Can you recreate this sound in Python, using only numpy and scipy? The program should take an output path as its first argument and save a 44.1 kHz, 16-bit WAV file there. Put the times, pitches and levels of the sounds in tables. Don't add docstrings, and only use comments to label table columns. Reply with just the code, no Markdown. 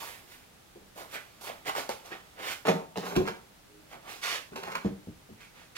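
import sys
import numpy as np
from scipy import signal
from scipy.fft import rfft, irfft
from scipy.io import wavfile

SR = 44100
rng = np.random.default_rng(int(sys.argv[2]) if len(sys.argv) > 2 else 0)


def write(x):
    x = np.atleast_2d(x).T
    wavfile.write(sys.argv[1], SR, np.round(np.clip(x, -1, 1) * 32767).astype(np.int16))


N = 254456
TIME = np.arange(N) / SR

# frequency in Hz, tail level in dB re the direct sound.
REVERB_LEVEL = [(100, -4.5), (350, -4), (800, -3.5), (2000, -2.5), (10000, -4)]


def amp(db):
    return 10 ** (np.asarray(db) / 20)


def unit(x):
    return x / np.sqrt(np.mean(x ** 2) + 1e-20)


def burst(x):
    return x / np.sqrt(np.sum(x ** 2) / (.02 * SR) + 1e-20)


def read(points, hz):
    frequencies, values = np.transpose(points)
    return np.interp(np.log(hz + 1), np.log(frequencies), values)


def add(mix, start, sound):
    part = mix[max(round(start * SR), 0):][:len(sound)]
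    part += sound[:len(part)]


def colour(x, spectrum):
    gain = amp(read(spectrum, np.fft.rfftfreq(len(x), 1 / SR)))
    return unit(irfft(rfft(x) * gain, len(x)))


def soften(x, hz):
    return signal.lfilter(*signal.butter(2, min(hz, SR / 3), fs=SR), x)


def resonate(x, hz, q):
    return signal.lfilter(*signal.iirpeak(hz, max(q, hz / 8000), fs=SR), x)


def grains(size, per_s, spread_db):
    heights = amp(spread_db * np.minimum(rng.exponential(1, size), 4))
    return unit(heights * rng.choice([-1, 1], size) * (rng.random(size) < per_s / SR))


def landings(second_leg_db=-2.5, thud_db=0.5, thud_lead_s=0.00378):
    # time in seconds, level in dB, contact cutoff in Hz, support on all legs from 0 to 1.
    impacts = [(.752, -53, 328, 0.55), (.803, -56, 500, 0.35), (2.6723, -26, 1700, .25),
               (2.6835, -21.5, 2400, .44), (2.737, -36, 330, .4), (2.797, -45.5, 2500, 0.45),
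               (2.969, -33, 900, .5), (3.112, -38.5, 1000, 0.19), (3.163, -23, 450, .9),
               (3.203, -31.5, 800, .58), (3.276, -39.5, 700, 0.84), (4.517, -44.5, 398, 0.76),
               (4.846, -26, 270, .77), (5.072, -39, 191, 0.82), (5.291, -45, 185, 0.7)]
    out = np.zeros(N)
    for start, db, contact_hz, standing in impacts:
        lag_s = .0105 + .00015 * max(-25 - db, 0)
        add(out, start, amp(db) * knock(contact_hz, standing))
        add(out, start + lag_s, amp(db + second_leg_db) * knock(0.82 * contact_hz, standing))
        add(out, start - thud_lead_s, amp(db + thud_db) * standing ** 4 * thud())
    return out


def knock(contact_hz, standing, edge_db=-4, edge_hz=2500):
    ring = wood(standing)
    treble = signal.lfilter(*signal.butter(1, edge_hz, "high", fs=SR), ring)
    tick = amp(edge_db) * contact_hz / (contact_hz + edge_hz) * treble
    return burst(soften(ring, contact_hz) + tick)


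def wood(standing, crowd_db=-2, crowd_t60_s=0.067, floor_damping=0.65):
    # frequency in Hz, 60 dB decay time in seconds before floor damping,
    # relative level in dB with one end held up, and the same on all four legs.
    bench_modes = [(52.5, 0.28, -13.5, -9), (69.3, 0.253, -26.5, -13.5), (138, 0.132, -24, -5),
                   (168.27, 0.323, -2.5, -15), (196.8, 0.18, -9, -2.5), (220.9, 0.279, -11, -8),
                   (267, 0.0764, -7, -3.5), (302.3, 0.273, -18.5, -2.5), (374.5, 0.1485, -4, -1),
                   (408.65, 0.189, 7, -9), (462.5, 0.172, 1.5, -1.5), (551.1, 0.245, -6.5, -12),
                   (628.2, 0.21, -7, -3), (753, 0.145, 1, -9), (813.5, 0.15, -5, -17), (905, 0.6, -5, -14),
                   (1064.1, 0.193, -9, 2), (1277, 0.22, -5.5, -12.5), (1436, 0.21, -16, -21),
                   (2668, 0.17, -16, -18.5), (3380, 0.13, -15.5, -24.5), (6700, .12, -9.5, -27.5)]
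    # frequency in Hz, relative spectral level in dB.
    crowd_spectrum = [(50, -27), (150, -1.5), (400, -5), (900, 0), (1500, -15.5), (2700, -7.5),
                      (4500, -19.5), (6800, -18), (8300, -40.5), (16000, -35)]
    t = TIME[:SR // 2]
    decay = 60 * t * (1 + floor_damping * standing)
    modes = np.zeros(len(t))
    for k, (hz, t60, held_db, down_db) in enumerate(bench_modes):
        db = held_db + standing * (down_db - held_db) - decay / t60
        modes += (-1) ** k * amp(db) * np.sin(2 * np.pi * hz * t)
    crowd = colour(rng.standard_normal(len(t)), crowd_spectrum) * amp(-decay / crowd_t60_s)
    ring = burst(modes) + amp(crowd_db) * burst(crowd)
    low_cut_hz = 35 + 115 * (1 - standing ** 2)
    return signal.lfilter(*signal.butter(4, low_cut_hz, "high", fs=SR), ring)


def thud(hz=141.15, length_s=0.0339, push_db=-7):
    t = np.arange(0, length_s, 1 / SR)
    phase = 2 * np.pi * hz * t
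    return burst(np.hanning(len(t)) * (np.sin(phase) + amp(push_db) * np.sin(phase / 2)))


def drags(standing=0.402, bite_hz=3690, judder_hz=1140):
    # start and rise in seconds, fall in seconds per 20 dB,
    # levels of bite, wood and sand in dB, resonance of the sand in Hz.
    slides = [(2.652, 0.0392, 0.0442, -30, -31.5, -27, 2170), (2.9584, .018, .07, -36.5, -37.5, -38, 3000),
              (3.004, 0.058, 0.1571, -58, -36.5, -39.5, 1690),
              (3.035, 0.023, 0.1461, -39, -45.5, -45, 5500), (3.09, 0.0296, 0.0342, -58, -44, -41, 1500),
              (3.154, 0.0093, 0.0381, -34.5, -30, -29.5, 2210),
              (3.254, .026, .036, -38.5, -36, -30.5, 1500), (4.517, 0.028, 0.01, -59.5, -56, -47.5, 1300),
              (4.557, 0.005, 0.0756, -40.5, -40.5, -37, 2180),
              (4.626, 0.0088, 0.0639, -44.5, -42, -36.5, 1930),
              (4.664, 0.0119, 0.06, -58.5, -39, -34, 1050), (4.708, 0.0175, 0.04, -56, -43, -34.5, 1610),
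              (4.75, .003, 0.031, -43.5, -39, -27, 1300), (4.846, 0.013, 0.0487, -59, -62, -44, 1500)]
    # frequency in Hz, relative spectral level in dB.
    crunch_spectrum = [(200, -13), (900, 9.5), (3000, -0.5), (5500, -1.5), (6600, -1.5), (8200, -6),
                       (12000, -0.5), (16000, 0)]
    out, t = np.zeros(N), TIME[:SR // 2]
    for start, rise, fall, bite_db, wood_db, sand_db, sand_hz in slides:
        add(out, start, amp(bite_db) * knock(bite_hz, standing))
        push = np.minimum(t / rise, 1) * amp(-20 * np.maximum(t - rise, 0) / fall)
        ring = soften(wood(standing), judder_hz)
        jerks = push * grains(len(t), per_s=600, spread_db=4)
        add(out, start, amp(wood_db) * signal.fftconvolve(jerks, ring / np.linalg.norm(ring)))
        sand = colour(grains(len(t), per_s=1000, spread_db=2.2), crunch_spectrum)
        add(out, start, amp(sand_db) * push * unit(resonate(sand, sand_hz, q=0.757)))
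    return out


def chatter(overtone_db=-19):
    # time in seconds, slip rate in Hz, level of the fundamental in dB.
    groan = [(3.168, 338, -21), (3.179, 352, -22.5), (3.197, 385, -28), (3.212, 360, -27),
             (3.223, 345, -30), (3.232, 315, -50)]
    times, rates, levels = np.transpose(groan)
    sliding = (TIME > times[0]) & (TIME < times[-1])
    phase = 2 * np.pi * np.cumsum(np.interp(TIME, times, rates) * sliding) / SR
    harmonics = sum(amp(overtone_db * k) * np.sin((k + 1) * phase) for k in range(3))
    return sliding * amp(np.interp(TIME, times, levels)) * np.sqrt(2) * harmonics


def scuffs(smothering=1.02):
    # start, rise and hold in seconds, fall in seconds per 20 dB, overall gain in dB,
    # further gains of sole and grit in dB, load shift in dB (positive landing, negative lifting).
    strokes = [(0.0, 0.0035, 0.0817, 0.211, -48.5, -4, -2, 1),
               (.27, 0.052, 0.0048, 0.177, -57.5, -9, -1.5, 1.5),
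               (.952, 0.026, 0.0421, 0.0767, -54.5, 8, .5, 1),
               (1.085, 0.0174, 0.0089, 0.045, -58.5, -7.5, -6.5, 5),
               (1.11, 0.0327, 0.0248, .036, -43.5, -4, -7, 5),
               (1.407, 0.0054, 0.048, 0.052, -59, 4.5, 6.5, 1),
               (1.435, 0.0405, 0.0278, 0.061, -45, -2.5, -8.5, 6.5),
               (1.65, .024, 0.0193, .038, -37.5, -1, -6, -0.5),
               (1.748, 0.0166, 0.0306, 0.0665, -40, 1.5, -1.5, 0),
               (1.89, 0.0082, 0.0273, 0.052, -48, -1, 0, 0), (2.04, 0.0202, 0.0127, 0.096, -54, 2.5, 0, 1),
               (2.104, .018, .02, 0.044, -47.5, 0, -17, 1),
               (2.359, 0.024, 0.0496, 0.066, -54.5, 4.5, -10, -2.5),
               (2.39, 0.0853, 0.0534, 0.0323, -38.5, -9.5, -4.5, -2.5),
               (3.89, .04, 0.0085, .055, -51, 4.5, -8.5, 4),
               (4.025, 0.0651, 0.0346, 0.147, -49, -.5, -2.5, -4),
               (4.215, 0.01994, 0.1282, 0.044, -36.5, -19, -3, 0),
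               (5.39, 0.0215, 0.011, 0.107, -56, -10, -4.5, -0.5),
               (5.535, 0.0265, 0.069, 0.078, -60, -2, -5, -2),
               (5.752, 0.0179, .01, .05, -39.5, -19.5, -3.5, 1)]
    # frequency in Hz, relative spectral level in dB.
    sole_spectrum = [(40, -41), (130, -13.5), (250, -7.5), (450, -2.5), (750, 1), (1000, -4.5), (1500, -7),
                     (4000, -37)]
    rasp_spectrum = [(100, -52.5), (300, -11), (750, -6.5), (1100, -0.5), (1600, 1), (2300, 1.5),
                     (3300, -3.5), (4500, -11.5), (8000, -36), (16000, -44)]
    grit_spectrum = [(1000, -51), (3000, -2.5), (4400, -0.5), (6000, -2.5), (8000, -7.5), (11000, -12),
                     (13500, -14.5), (16000, -18)]
    dust_spectrum = [(3000, -40.5), (7000, -1.5), (10000, -0.5), (13500, 1.5), (16000, -4.5)]
    # time in seconds, level in dB re the grit.
    dustiness = [(0, 1.5), (1.5, -1.5), (1.9, -6.5), (2.5, -4.5), (4.1, -4), (4.3, -14.5), (5.77, -35)]
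    sole = amp(2) * colour(grains(N, per_s=900, spread_db=0.5), sole_spectrum)
    rasp = amp(2.5) * colour(grains(N, per_s=2000, spread_db=3.4), rasp_spectrum)
    dust = colour(grains(N, per_s=3000, spread_db=2.5), dust_spectrum)
    dust *= amp(np.interp(TIME, *np.transpose(dustiness)))
    grit = amp(1) * (colour(grains(N, per_s=1500, spread_db=0.5), grit_spectrum) + dust)
    out = np.zeros(N)
    for start, rise, hold, fall, db, sole_db, grit_db, shift_db in strokes:
        now = (TIME >= start) & (TIME < start + rise + hold + 2 * fall)
        t = TIME[now] - start - rise
        swell_db = -17.5 * np.maximum(-t / rise, 0)
        slowing_db = -12.5 * (t - hold / 2)
        release_db = -20 * np.maximum(t - hold, 0) / fall
        load_db = shift_db * np.clip(2 * (t - hold / 2) / (rise + hold), -1, 1)
        dull = amp(sole_db + load_db) * sole[now]
        bright = amp(grit_db - smothering * load_db) * grit[now]
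        out[now] += amp(db + swell_db + slowing_db + release_db) * (rasp[now] + dull + bright)
    return out


def slaps(puff_decay_s=0.00767, crack_decay_s=0.00216, crack_hz=4500, q=1.7):
    # time in seconds, level in dB, pitch of the trapped air in Hz, crack in dB re the puff.
    footfalls = [(0.7586, -48.5, 411, -37), (0.9597, -53, 500, -10), (1.413, -55.5, 895, -11.5),
                 (1.497, -41.5, 505, -19), (1.657, -51.5, 1190, -4), (1.694, -31.5, 997, -16.5),
                 (1.7518, -33.5, 884, -17.5), (1.781, -33.5, 623, -11), (1.8925, -31, 610, -11),
                 (1.901, -35, 594.4, -16.5), (2.118, -44, 418, -17)]
    out, t = np.zeros(N), TIME[:SR // 10]
    for start, db, hz, crack_db in footfalls:
        puff = rng.standard_normal(len(t)) * np.exp(-t / puff_decay_s)
        puff = resonate(resonate(puff, hz, q), hz, q / 2)
        crack = rng.standard_normal(len(t)) * np.exp(-t / crack_decay_s)
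        crack = resonate(crack, crack_hz, q=.4)
        add(out, start, amp(db) * (burst(puff) + amp(crack_db) * burst(crack)))
    return out


def skids(q=2.96):
    # time of the peak in seconds, half-length in seconds, pitch in Hz, level in dB.
    squeaks = [(.02, 0.0335, 911, -41.5), (1.163, 0.042, 1750, -40), (1.466, 0.0381, 935, -48),
               (2.128, 0.0232, 1714, -43), (4.338, .05, 2840, -40.5), (4.362, 0.069, 542, -49),
               (5.43, 0.081, 2120, -58)]
    out = np.zeros(N)
    for peak, half_length, hz, db in squeaks:
        size = int(2 * half_length * SR)
        note = unit(resonate(resonate(rng.standard_normal(size), hz, q), hz, q / 2))
        add(out, peak - half_length, amp(db) * np.hanning(size) * note)
    return out


def rustle(start_s=0.9, end_s=2.65, fade_s=.25, db=-62):
    # frequency in Hz, relative spectral level in dB.
    cloth_spectrum = [(100, -12), (400, -2), (1000, 0), (3000, -4), (8000, -13), (16000, -18)]
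    moving = np.clip(np.minimum(TIME - start_s, end_s - TIME) / fade_s, 0, 1)
    return amp(db) * moving * colour(grains(N, per_s=4000, spread_db=1.5), cloth_spectrum)


def far_tones():
    # start and length in seconds, frequency in Hz, level in dB.
    tones = [(3.674, 0.141, 417, -62.5), (3.713, 0.17, 308, -63), (3.752, 0.196, 620, -66)]
    out = np.zeros(N)
    for start, length, hz, db in tones:
        t = np.arange(0, length, 1 / SR)
        add(out, start, amp(db) * unit(np.sin(np.pi * t / length) * np.sin(2 * np.pi * hz * t)))
    return out


def outdoor_air(right_db=-56.5, left_db=-57.5):
    # frequency in Hz, relative spectral level in dB.
    air_spectrum = [(12, -30.5), (20, -7.5), (163, -4), (241, -7), (717, -11.5), (802, -10), (1090, -14),
                    (1190, -12), (1800, -14.5), (3250, -17), (3630, -17), (3950, -18), (5220, -20),
                    (16000, -25.5)]
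    left, independent = (colour(rng.standard_normal(N), air_spectrum) for _ in range(2))
    hz = np.fft.rfftfreq(N, 1 / SR)
    coherence = read([(100, 0.835), (400, 0.101), (1500, 0.022), (8000, 0.016)], hz)
    right = irfft(coherence * rfft(left) + np.sqrt(1 - coherence ** 2) * rfft(independent), N)
    return np.array([amp(left_db) * left, amp(right_db) * right])


def room_tail(hz, build_s=0.00304, echoes_per_s=3000):
    # frequency in Hz, 60 dB decay time in seconds.
    decay_times = [(100, 0.4766), (260, 0.2743), (700, 0.4128), (1840, 0.33), (4850, 0.33), (14000, 0.44)]
    size = 2 * (len(hz) - 1)
    echoes = rng.choice([-1., 1.], size) * (rng.random(size) < echoes_per_s / SR)
    echoes *= np.minimum(TIME[:size] / build_s, 1) ** 2
    bands, t, frames = signal.stft(unit(echoes), SR, nperseg=256)
    t60 = read(decay_times, bands)[:, None]
    equal_energy = np.sqrt(np.log(10 ** 6) / (t60 * SR))
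    tail = signal.istft(frames * equal_energy * amp(-60 * t / t60), SR, nperseg=256)[1]
    return rfft(tail, size) * amp(read(REVERB_LEVEL, hz))


def paths_to_ports(left_db, scatter_hz=3200, scatter_growth=0.58, ripple_hz=300):
    # frequency in Hz, coherence of the reflections from 0 to 1,
    # phase lead of the left port in radians, left minus right level in dB.
    ports = [(60, 1, 0.194, 1), (179.4, 0.85, 0.49, 0.48), (383, 0.63, 1.139, -0.55),
             (1026, 0.77, 1.658, -2.5), (2200, 0.71, 1.525, -5), (4330, 0.53, 1.757, -6.5),
             (8400, 0.15, 1.826, -6), (14000, .3, 1.4, -7.5)]
    hz = np.fft.rfftfreq(SR // 2, 1 / SR)
    port_hz, *columns = np.transpose(ports)
    coherence, lead, balance_db = (read(np.c_[port_hz, column], hz) for column in columns)
    tail, other_tail = room_tail(hz), room_tail(hz)
    smoothing = signal.butter(2, hz[1] / ripple_hz)
    ripple = unit(signal.filtfilt(*smoothing, rng.standard_normal(len(hz)), padtype=None))
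    lead += ripple * (hz / scatter_hz) ** scatter_growth
    left = (1 + coherence * tail + np.sqrt(1 - coherence ** 2) * other_tail) * np.exp(.5j * lead)
    right = (1 + tail) * np.exp(-.5j * lead)
    tilt = amp((balance_db + left_db * hz / (hz + 600)) / 2)
    room_gain = np.sqrt(1 + amp(read(REVERB_LEVEL, hz)) ** 2)
    return irfft(np.array([left * tilt, right / tilt]) / room_gain)


def in_room(x, left_db, places=5, places_per_s=7):
    out, margin = np.zeros((2, N)), SR // 100
    place = TIME * places_per_s
    for k in range(places):
        distance = abs((place - k + places / 2) % places - places / 2)
        share = np.clip(2.5 - 4 * distance, 0, 1)
        paths = np.roll(paths_to_ports(left_db), margin, axis=1)
        out += signal.oaconvolve((x * share)[None], paths, axes=1)[:, margin:margin + N]
    return out


def scene():
    heel = in_room(scuffs() / np.sqrt(2) + slaps(), left_db=0.74)
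    toe = in_room(scuffs() / np.sqrt(2) + skids() + rustle(), left_db=-1.0)
    bench_and_tones = in_room(landings() + chatter() + far_tones(), left_db=0.27)
    legs = in_room(drags(), left_db=1.84)
    return heel + toe + bench_and_tones + legs + outdoor_air()


def record(dry):
    low_pass = signal.firwin(511, 15950, window=("kaiser", 9), fs=SR)
    return signal.oaconvolve(dry, low_pass[None], "same")


dry = scene()
out = record(dry)
write(out)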